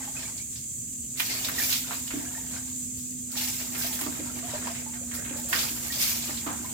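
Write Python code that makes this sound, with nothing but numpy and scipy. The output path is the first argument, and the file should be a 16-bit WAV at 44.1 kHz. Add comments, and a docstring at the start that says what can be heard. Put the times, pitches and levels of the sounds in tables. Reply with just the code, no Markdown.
"""Under a shed roof, microphones near a wet concrete floor: drops plop and the scoop stirs its bucket.
Then three times a scoop of water bursts on a wire cage and, a moment later, rains down on the floor.
After each throw the cage drips, water sloshes and bubbles ring, and the scoop knocks on the bucket;
slaps are bursts of shaped noise, bubbles and bucket are ringing sines, the falling water is random drops.
All along, cicadas hiss and far traffic rumbles as coloured noise; a distant aircraft tone slowly sinks."""
import sys
import numpy as np
from scipy import signal
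from scipy.fft import rfft, irfft
from scipy.io import wavfile

SR = 44100
rng = np.random.default_rng(int(sys.argv[2]) if len(sys.argv) > 2 else 0)


def wav_record(signal):
    """Record a signal, one row per channel, as 16-bit PCM in the file named by sys.argv[1]."""
    frames = np.transpose(np.atleast_2d(signal))
    bounded = np.clip(frames, -1, 1)
    # unit amplitude maps onto the largest positive 16-bit level
    quanta = np.round(bounded * 32767).astype(np.int16)
    wavfile.write(sys.argv[1], SR, quanta)


N = 297057   # samples

# Relative spectra of fine mist, sheets of water, and gurgling bubbles: pitch_hz, level_db (per Hz)
MIST_SPECTRUM = [(2350, -11.5), (4000, -9.5), (6240, 3), (8650, -0.5), (15100, 7), (16200, -22),
                 (16500, -50)]
SHEET_SPECTRUM = [(900, -19), (1500, -10), (2200, 1), (3500, 1), (5000, 4), (7000, -3), (10000, -31)]
GURGLE_SPECTRUM = [(250, 8), (450, -2), (700, 1.5), (1100, -1.5), (1700, 0), (2500, -4), (4000, -10)]
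GUST_CORNER_HZ = 22
GUST_MIST_DB, GUST_SHEETS_DB, GUST_GURGLE_DB = 1.2, 1.6, 1.5   # per unit of gust


def falling_water():
    """Mist crackles, sheets of water fizz, pool and bucket gurgle with bubbles that ring longer."""
    sheet_level, mist_level, gurgle_level = water_levels()
    gusts = np.clip(drift(GUST_CORNER_HZ), -2, 2)      # water lands in handfuls, all sizes at once
    mist = droplets(MIST_SPECTRUM, per_s=4000, uneven_db=2.5, cycles=2.3, clump_db=1.0, count=8)
    sheets = droplets(SHEET_SPECTRUM, per_s=1800, uneven_db=2.0, cycles=8.2, clump_db=2.0, count=12)
    small = droplets(SHEET_SPECTRUM, per_s=1500, uneven_db=2.0, cycles=73.0, clump_db=2.5, count=36)
    large = droplets(GURGLE_SPECTRUM, per_s=1000, uneven_db=2.5, cycles=42.0, clump_db=2.5, count=30)
    large = large + 0.21 * large[::-1]      # deep bubbles reach both microphones
    fizz = from_db(-6.5) * sheets + from_db(-5.0) * small

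    mist_gain = mist_level * from_db(GUST_MIST_DB * gusts)
    fizz_gain = sheet_level * from_db(GUST_SHEETS_DB * gusts)
    gurgle_gain = gurgle_level * from_db(GUST_GURGLE_DB * gusts)
    return (mist_gain * panned(-2.0)[:, None] * mist
            + fizz_gain * panned(-0.095)[:, None] * fizz
            + gurgle_gain * panned(-0.79)[:, None] * large)


# In these three tables full_s is the moment the water reaches its full level.
# Each scoopful bursts on the wire cage:
# full_s, hold_s, sheets_db, mist_db, sheets_fade_db_per_s, mist_fade_db_per_s
CAGE_BURSTS = [(1.184, 0.017, -33.5, -34.5, 23, 14), (3.375, 0.062, -33, -33, 51, 39),
               (5.53, 0.068, -31.5, -33.5, 105, 18)]
# Then it rains down on the floor: full_s, hold_s, sheets_db, mist_db, rise_db_per_s, fade_db_per_s
FLOOR_LANDINGS = [(1.589, 0.19, -33, -30, 260, 296), (3.794, 0.16, -42, -34.5, 106, 112),
                  (6.013, 0.086, -30, -28, 152, 102)]
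# The scoop stirs bucket and puddle: full_s, hold_s, gurgle_db, sheets_db
SCOOP_SLOSHES = [(0.0, 0.024, -47, -47), (0.182, 0.047, -45.5, -42), (1.198, .01, -48, -46),
                 (1.297, 0.047, -45.5, -36), (1.44, 0.1, -43.5, -40), (1.57, 0.0088, -42, -56),
                 (1.874, 0.018, -44.5, -38), (2.11, 0.11, -46.5, -48.5), (2.247, 0.26, -52.5, -62),
                 (2.542, .03, -49, -45), (3.357, 0.028, -43.5, -42), (3.603, 0.15, -47.5, -63),
                 (3.753, 0.32, -47, -44.5), (4.095, 0.41, -46.5, -53), (4.511, 0.16, -43, -42),
                 (4.79, 0.22, -52.5, -59), (5.124, 0.27, -47.5, -55), (5.52, 0.09, -39.5, -37),
                 (5.765, 0.56, -48, -42.5), (6.45, 0.034, -45, -50), (6.628, 0.14, -48.5, -61)]
BURST_RISE_DB_PER_S = 900
EARLIER_THROW_S = -0.56   # end of the throw before
DRIP_SHEETS_DB, DRIP_MIST_DB, DRIP_FADE_DB_PER_S = -47.5, -44, 5.5
SLOSH_RISE_DB_PER_S, SLOSH_FADE_DB_PER_S = 309, 89


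def water_levels():
    """Amplitudes of sheets, mist and gurgle: throws, drips and sloshes add in power."""
    sheets = mist = gurgle = 0
    for full_s, hold, sheets_db, mist_db, sheets_fade, mist_fade in CAGE_BURSTS:
        sheets = sheets + swell(full_s, hold, sheets_db, BURST_RISE_DB_PER_S, sheets_fade)
        mist = mist + swell(full_s, hold, mist_db, BURST_RISE_DB_PER_S, mist_fade)
    for full_s, hold, sheets_db, mist_db, rise, fade in FLOOR_LANDINGS:
        sheets = sheets + swell(full_s, hold, sheets_db, rise, fade)
        mist = mist + swell(full_s, hold, mist_db, rise, fade)
    # the wet cage drips after each landing
    drips_full_s = [EARLIER_THROW_S] + [full_s + hold for full_s, hold, *rest in FLOOR_LANDINGS]
    for full_s in drips_full_s:
        sheets = sheets + swell(full_s, 0, DRIP_SHEETS_DB, BURST_RISE_DB_PER_S, DRIP_FADE_DB_PER_S)
        mist = mist + swell(full_s, 0, DRIP_MIST_DB, BURST_RISE_DB_PER_S, DRIP_FADE_DB_PER_S)
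    for full_s, hold, gurgle_db, sheets_db in SCOOP_SLOSHES:
        gurgle = gurgle + swell(full_s, hold, gurgle_db, SLOSH_RISE_DB_PER_S, SLOSH_FADE_DB_PER_S)
        sheets = sheets + swell(full_s, hold, sheets_db, SLOSH_RISE_DB_PER_S, SLOSH_FADE_DB_PER_S)
    return [np.repeat(np.sqrt(power), 32)[:N] for power in (sheets, mist, gurgle)]


def swell(full_s, hold, level_db, rise_db_per_s, fade_db_per_s):
    """Power of one wave of water, every 32 samples: it rises until full_s, holds and fades."""
    t = np.arange(0, N, 32) / SR - full_s
    below_db = rise_db_per_s * np.maximum(-t, 0) + fade_db_per_s * np.maximum(t - hold, 0)
    return from_db(2 * (level_db - below_db))      # doubled dB: power


def droplets(spectrum, per_s, uneven_db, cycles, clump_db, count):
    """Drops land at random all over the floor; each rings a few cycles at a pitch set by its size."""
    strengths = from_db(uneven_db * np.minimum(rng.exponential(1, (2, N)), 5))
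    signed = strengths * rng.choice([-1, 1], (2, N))
    landed = signed * (rng.random((2, N)) < per_s / SR)
    size_index = rng.integers(0, count, (2, N))
    out = 0
    for k, hz in enumerate(np.geomspace(spectrum[0][0], spectrum[-1][0], count)):
        # drops of one size come in clumps; equal energy per Hz before the colouring
        one_size = rms_one(ring(landed * (size_index == k), hz, cycles / hz)) * np.sqrt(hz)
        out = out + one_size * from_db(clump_db * drift(8.0))
    return coloured(out, spectrum)


# Sudden slaps of water on cage, floor and bucket, levels before edge and fade:
# start_s, fizz_db, centre_hz, t60_s, mist_db
WATER_SLAPS = [(0.376, -39, 4830, 0.14, -46), (0.556, -40, 5000, 0.23, -55), (1.173, -42, 3110, 0.14, -33),
               (1.197, -20.5, 2460, 0.085, -21), (1.446, -23.5, 4160, 0.079, -28),
               (1.485, -27.5, 1550, 0.09, -25), (1.703, -29, 4000, 0.27, -32),
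               (1.725, -22, 4130, 0.14, -39), (1.75, -32.5, 3600, 0.19, -29),
               (1.907, -34.5, 1110, 0.18, -43), (1.928, -33.5, 2640, 0.085, -32.5),
               (2.076, -34, 3670, 0.079, -59), (2.105, -37.5, 1800, 0.21, -50),
               (2.979, -45.5, 5960, 0.56, -42), (3.315, -41, 5660, 0.35, -34.5),
               (3.367, -29.5, 4730, 0.25, -30), (3.75, -34, 2140, 0.14, -47), (3.819, -32, 4730, 0.14, -31),
               (3.834, -32.5, 2280, 0.075, -45), (3.928, -37, 3640, 0.23, -30),
               (3.991, -33.5, 1380, 0.056, -28), (4.009, -35, 1020, 0.15, -26.5),
               (4.011, -36.5, 2500, 0.15, -45), (4.063, -33.5, 920, 0.092, -44),
               (4.192, -42, 2100, .12, -50), (4.67, -32, 900, .09, -38), (4.749, -41.5, 2150, 0.45, -50),
               (4.934, -42.5, 1920, 0.14, -52), (5.113, -38.5, 1870, 0.16, -41),
               (5.139, -40, 6030, 0.33, -32), (5.247, -39, 2100, 0.2, -39), (5.294, -38.5, 2200, .1, -50),
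               (5.365, -41.5, 5000, 0.58, -36), (5.487, -48, 4000, 0.68, -30.5),
               (5.527, -22.5, 1710, .15, -34), (5.587, -24, 4570, 0.13, -36),
               (5.685, -33.5, 3000, 0.1, -36), (5.921, -30.5, 4170, .12, -30),
               (6.023, -29.5, 4860, 0.4, -29), (6.222, -32.5, 4000, 0.12, -40),
               (6.293, -37.5, 860, 0.1, -41), (6.372, -34, 3630, 0.13, -44), (6.463, -32, 1020, 0.39, -44)]
SLAP_OCTAVES, SLAP_EDGE_S = 0.78, 0.00072


def slaps():
    """A mass of water bursts: a quick edge, then a fizz that dies, with mist on top."""
    out, t = np.zeros((2, N + SR)), np.arange(SR // 4) / SR
    mist_filter = signal.butter(2, 8000, "high", fs=SR, output="sos")
    edge = 1 - np.exp(-t / SLAP_EDGE_S)
    for s, fizz_db, hz, t60, mist_db in WATER_SLAPS:
        burst = rng.standard_normal((2, len(t))) ** 3      # spiky noise
        band_hz = hz * 2 ** (SLAP_OCTAVES * np.array([-.5, .5]))
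        fizz_filter = signal.butter(1, band_hz, "band", fs=SR, output="sos")
        fizz = from_db(fizz_db) * rms_one(signal.sosfilt(fizz_filter, burst))
        mist = from_db(mist_db) * rms_one(signal.sosfilt(mist_filter, burst))
        fade = from_db(-60 * t / max(t60, .01))
        at = round(s * SR)
        out[:, at:at + len(t)] += panned(-2.2)[:, None] * (fizz + mist) * edge * fade
    return out[:, :N]


# Single drops bursting close by, level before the high-pass: start_s, level_db, left_minus_right_db
NEAR_DROPS = [(0.425, -32, -3.5), (1.1952, -24, -2.5), (2.0323, -30, -2.5), (2.23, -26, -2.5),
              (2.701, -26, -2.0), (2.9736, -29, -3.0), (3.3907, -24, -2.0), (3.8174, -19, -3.0),
              (4.014, -18, -1.5), (4.3231, -35, -5), (5.1382, -26, -2.5), (5.152, -22, -8),
              (5.3632, -30, -3.0), (5.3994, -21, -5), (5.8716, -19, -4), (6.0202, -32, -4.0),
              (6.131, -18, -1), (6.257, -23, -4.0), (6.5296, -28, 5)]
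TICK_LOW_HZ, TICK_T60_S = 5000, 0.005


def ticks():
    """A near drop bursts as one bright click of fast-fading noise."""
    out, t = np.zeros((2, N + SR)), np.arange(SR // 50) / SR
    bursts = rng.standard_normal((len(NEAR_DROPS), len(t))) * from_db(-60 * t / TICK_T60_S)
    for (s, level_db, pan_db), burst in zip(NEAR_DROPS, bursts):
        at = round(s * SR)
        out[:, at:at + len(t)] += from_db(level_db) * panned(pan_db)[:, None] * burst
    return signal.sosfilt(signal.butter(2, TICK_LOW_HZ, "high", fs=SR, output="sos"), out[:, :N])


# Single plops in standing water, level before the swell-in and panning: start_s, level_db, pitch_hz
WATER_PLOPS = [(0.006, -41, 810), (0.076, -37.5, 802), (0.166, -30.5, 2480), (0.206, -49, 944),
               (0.257, -37, 2240), (0.398, -38, 2230), (1.306, -29.5, 2060), (1.359, -34, 2250),
               (1.409, -41.5, 760), (1.582, -23, 1870), (1.599, -24, 1720), (1.618, -26.5, 2260),
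               (1.844, -41, 1400), (1.879, -45, 555), (2.259, -38.5, 1640), (2.349, -35, 1746),
               (2.378, -39, 888), (2.563, -37, 1504), (3.364, -40, 817), (3.607, -36, 2800),
               (3.843, -37, 660), (3.908, -39.5, 873), (4.066, -42, 602), (4.2, -38.5, 536),
               (4.297, -38.5, 1340), (4.429, -39, 670), (4.536, -29, 583), (4.668, -34.5, 948),
               (4.699, -37, 650), (4.862, -38.5, 865), (5.012, -42, 540), (5.185, -39.5, 545),
               (5.31, -40, 539), (5.36, -36, 554), (5.449, -39.5, 540), (5.901, -31, 1850),
               (5.969, -42.5, 560), (6.292, -41, 580), (6.509, -36, 744), (6.645, -35.5, 984)]


def plops():
    """A trapped bubble swells in, rings and climbs in pitch; a smaller neighbour follows."""
    out, t = np.zeros(N + SR), np.arange(SR // 4) / SR
    chance = rng.random((len(WATER_PLOPS), 2))
    for (s, level_db, hz), (higher, later) in zip(WATER_PLOPS, chance):
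        t60 = 0.043 + 38.0 / hz      # lower bubbles ring longer
        swing = (1 - np.exp(-t / 0.001)) * from_db(level_db - 60 * t / t60)
        at = round(s * SR)
        out[at:at + len(t)] += swing * np.sin(2 * np.pi * hz * t * (1 + 1.24 * t))
        # the neighbour comes up to 22 ms later, 2 to 10 % higher and steady
        at += round(0.022 * later * SR)
        neighbour_hz = hz * (1.02 + 0.08 * higher)
        out[at:at + len(t)] += from_db(-10.0) * swing * np.sin(2 * np.pi * neighbour_hz * t)
    return out[:N]


# Scoop against the bucket, level before the band-pass: start_s, level_db
SCOOP_KNOCKS = [(2.137, -34), (2.167, -37.5), (2.208, -45), (4.017, -40), (4.063, -36), (4.192, -37),
                (4.364, -43), (5.307, -39.5), (5.6, -52), (5.709, -43.5), (6.289, -44.5), (6.464, -35),
                (6.597, -43.5)]
# Modes of the bucket, level added to the knock's: pitch_hz, level_db, t60_s
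BUCKET_MODES = [(273, 7, 0.13), (299.5, -1.5, 0.38), (347, -6, 0.15), (435, -4, .1)]


def bucket():
    """Each soft knock strikes every mode of the bucket with a strength of its own."""
    at, out = [round(s * SR) for s, db in SCOOP_KNOCKS], np.zeros(N)
    knock_db = np.array(SCOOP_KNOCKS)[:, 1]
    for hz, level_db, t60 in BUCKET_MODES:
        clicks = np.zeros(N)
        clicks[at] = from_db(knock_db + level_db + rng.normal(0, 2.0, len(at)))
        out += ring(clicks, hz, t60)
    # the water-filled wall takes a few ms to swing up
    return signal.sosfilt(signal.butter(2, [255, 400], "band", fs=SR, output="sos"), out)


SHED_T60_S, SHED_DB = 0.18, -5


def shed(x):
    """Roof, wall and floor answer with a short dense tail, another one at each microphone."""
    t = np.arange(SR // 2) / SR
    tail = rng.standard_normal((2, len(t))) * from_db(-60 * t / SHED_T60_S) * (t > .003)
    tail = tail / np.sqrt(np.sum(tail ** 2, axis=1, keepdims=True))      # unit energy
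    return from_db(SHED_DB) * signal.fftconvolve(x, tail, axes=1)[:, :N]


# Relative spectrum of the insects in the trees: pitch_hz, level_db (per Hz)
CICADA_SPECTRUM = [(1470, -96), (2500, -26), (2930, -41), (3300, -25), (3920, -61), (4630, -20),
                   (5090, -39.5), (6150, -4.5), (6710, -1), (7260, 5.5), (8700, -3.5), (10700, -16),
                   (15100, -18.5), (16100, -21), (16500, -60)]
CHORUS_DB = -36


def cicadas():
    """Many insects blend into a diffuse coloured hiss whose level flickers."""
    return from_db(CHORUS_DB + 0.78 * drift(8.7)) * far_noise(CICADA_SPECTRUM)


# Relative spectrum of the far road: pitch_hz, level_db (per Hz)
TRAFFIC_SPECTRUM = [(18, -40), (30, -12), (50, -5), (70, 2), (98, -1), (125, 2.5), (160, -4), (188, -6.5),
                    (240, 3), (290, -11), (420, -17.5), (655, -28), (800, -42), (1300, -38), (2300, -66)]
TRAFFIC_START_DB, TRAFFIC_SWELL_DB_PER_S = -47.5, .5


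def traffic():
    """Far traffic is a diffuse low rumble that slowly swells and wavers a little."""
    level_db = TRAFFIC_START_DB + TRAFFIC_SWELL_DB_PER_S * np.arange(N) / SR
    return from_db(level_db + 0.2 * drift(11.0)) * far_noise(TRAFFIC_SPECTRUM)


# Times between which the distant tone's level glides, before wavering and panning: at_s, level_db
AIRCRAFT_LEVEL = [(0, -46.5), (.45, -66), (.9, -57), (1.4, -50.5), (2, -46.5), (3.5, -44), (5, -44.5),
                  (6.74, -46.5)]
AIRCRAFT_START_HZ, SINK_HZ_PER_S = 260.2, 3.5


def aircraft():
    """One engine tone, sinking in pitch and wavering as it crosses the air."""
    level_db, = in_time(AIRCRAFT_LEVEL)
    hz = AIRCRAFT_START_HZ - SINK_HZ_PER_S * np.arange(N) / SR
    phase = 2 * np.pi * np.cumsum(hz) / SR + .5 * drift(4)
    return np.sqrt(2) * from_db(level_db + 0.61 * drift(3.0)) * np.sin(phase)


# How alike far sound is at the two microphones: pitch_hz, likeness (-1 to 1, clipped)
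FAR_LIKENESS = [(60, 0.9), (180, 0.96), (550, 0.79), (1650, -1.5), (4970, 0.077), (15000, 0.1)]
# Balance of far sound between the microphones: pitch_hz, left_minus_right_db
FAR_BALANCE = [(60, 0), (200, -1), (700, 3), (4400, -11), (8100, -0.5), (15000, -2)]


def far_noise(spectrum):
    """Diffuse sound: alike at both microphones in the bass, nearly unrelated in the treble."""
    hz = np.maximum(np.fft.rfftfreq(2 ** 19, 1 / SR), 1)
    mid, side = rfft(rng.standard_normal((2, 2 ** 19)))
    alike = np.clip(at_hz(FAR_LIKENESS, hz), -1, 1)
    both = np.sqrt(1 + alike) * mid + np.sqrt(1 - alike) * side * [[1], [-1]]
    shaped = both * from_db(at_hz(spectrum, hz)) * panned(at_hz(FAR_BALANCE, hz))
    return rms_one(irfft(shaped)[:, :N])


def ring(clicks, hz, t60):
    """A unit click sets a decaying sine ringing, of height 1 before its decay."""
    r, w = from_db(-60 / (t60 * SR)), 2 * np.pi * hz / SR
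    return signal.lfilter([0, np.sin(w)], [1, -2 * r * np.cos(w), r * r], clicks + 1e-18)


def drift(corner_hz):
    """Slow random wander of spread 1: noise through two equal low-pass poles, every 40 samples."""
    r = np.exp(-80 * np.pi * corner_hz / SR)
    noise = rng.standard_normal(N // 40 + 2002)
    slow = signal.lfilter([1], [1, -2 * r, r * r], noise)[2000:]      # skip the filter's run-in
    return np.interp(np.arange(N) / 40, np.arange(len(slow)), rms_one(slow - slow.mean()))


def coloured(x, spectrum):
    """Steady colouring of a dense stream; rms 1."""
    hz = np.maximum(np.fft.rfftfreq(2 ** 19, 1 / SR), 1)
    return rms_one(irfft(rfft(x, 2 ** 19) * from_db(at_hz(spectrum, hz)))[..., :N])


def at_hz(points, hz):
    """A spectrum read on a log-frequency axis."""
    point_hz, value = np.array(points).T
    return np.interp(np.log(hz), np.log(point_hz), value)


def in_time(rows):
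    """Columns of a curve table, one value per sample."""
    s, *columns = np.transpose(rows)
    return [np.interp(np.arange(N) / SR, s, c) for c in columns]


def panned(left_minus_right_db):
    """Left and right gains."""
    return from_db(np.multiply.outer([.5, -.5], left_minus_right_db))


def rms_one(x):
    """Scaled to rms 1."""
    return x / np.sqrt(np.mean(x ** 2) + 1e-20)


def from_db(db):
    """Gain of a level."""
    return 10 ** (np.asarray(db) / 20)


def scene():
    """Near water in the shed, far sounds around it."""
    near = falling_water() + slaps() + ticks()
    near = near + panned(-1.6)[:, None] * plops() + panned(-2.0)[:, None] * bucket()
    far = cicadas() + traffic() + panned(-6.5)[:, None] * aircraft()
    return near + shed(near) + far


CUTOFF_HZ = 15950


def record(dry):
    """The left microphone hears the scene a little late; deepest bass fades, the top is cut steeply."""
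    microphones = np.stack([np.roll(dry[0], 4), dry[1]])      # 4 samples late
    microphones = signal.sosfilt(signal.butter(2, 45, "high", fs=SR, output="sos"), microphones)
    return signal.sosfilt(signal.ellip(12, .3, 75, CUTOFF_HZ, fs=SR, output="sos"), microphones)


dry = scene()
out = record(dry)
wav_record(out)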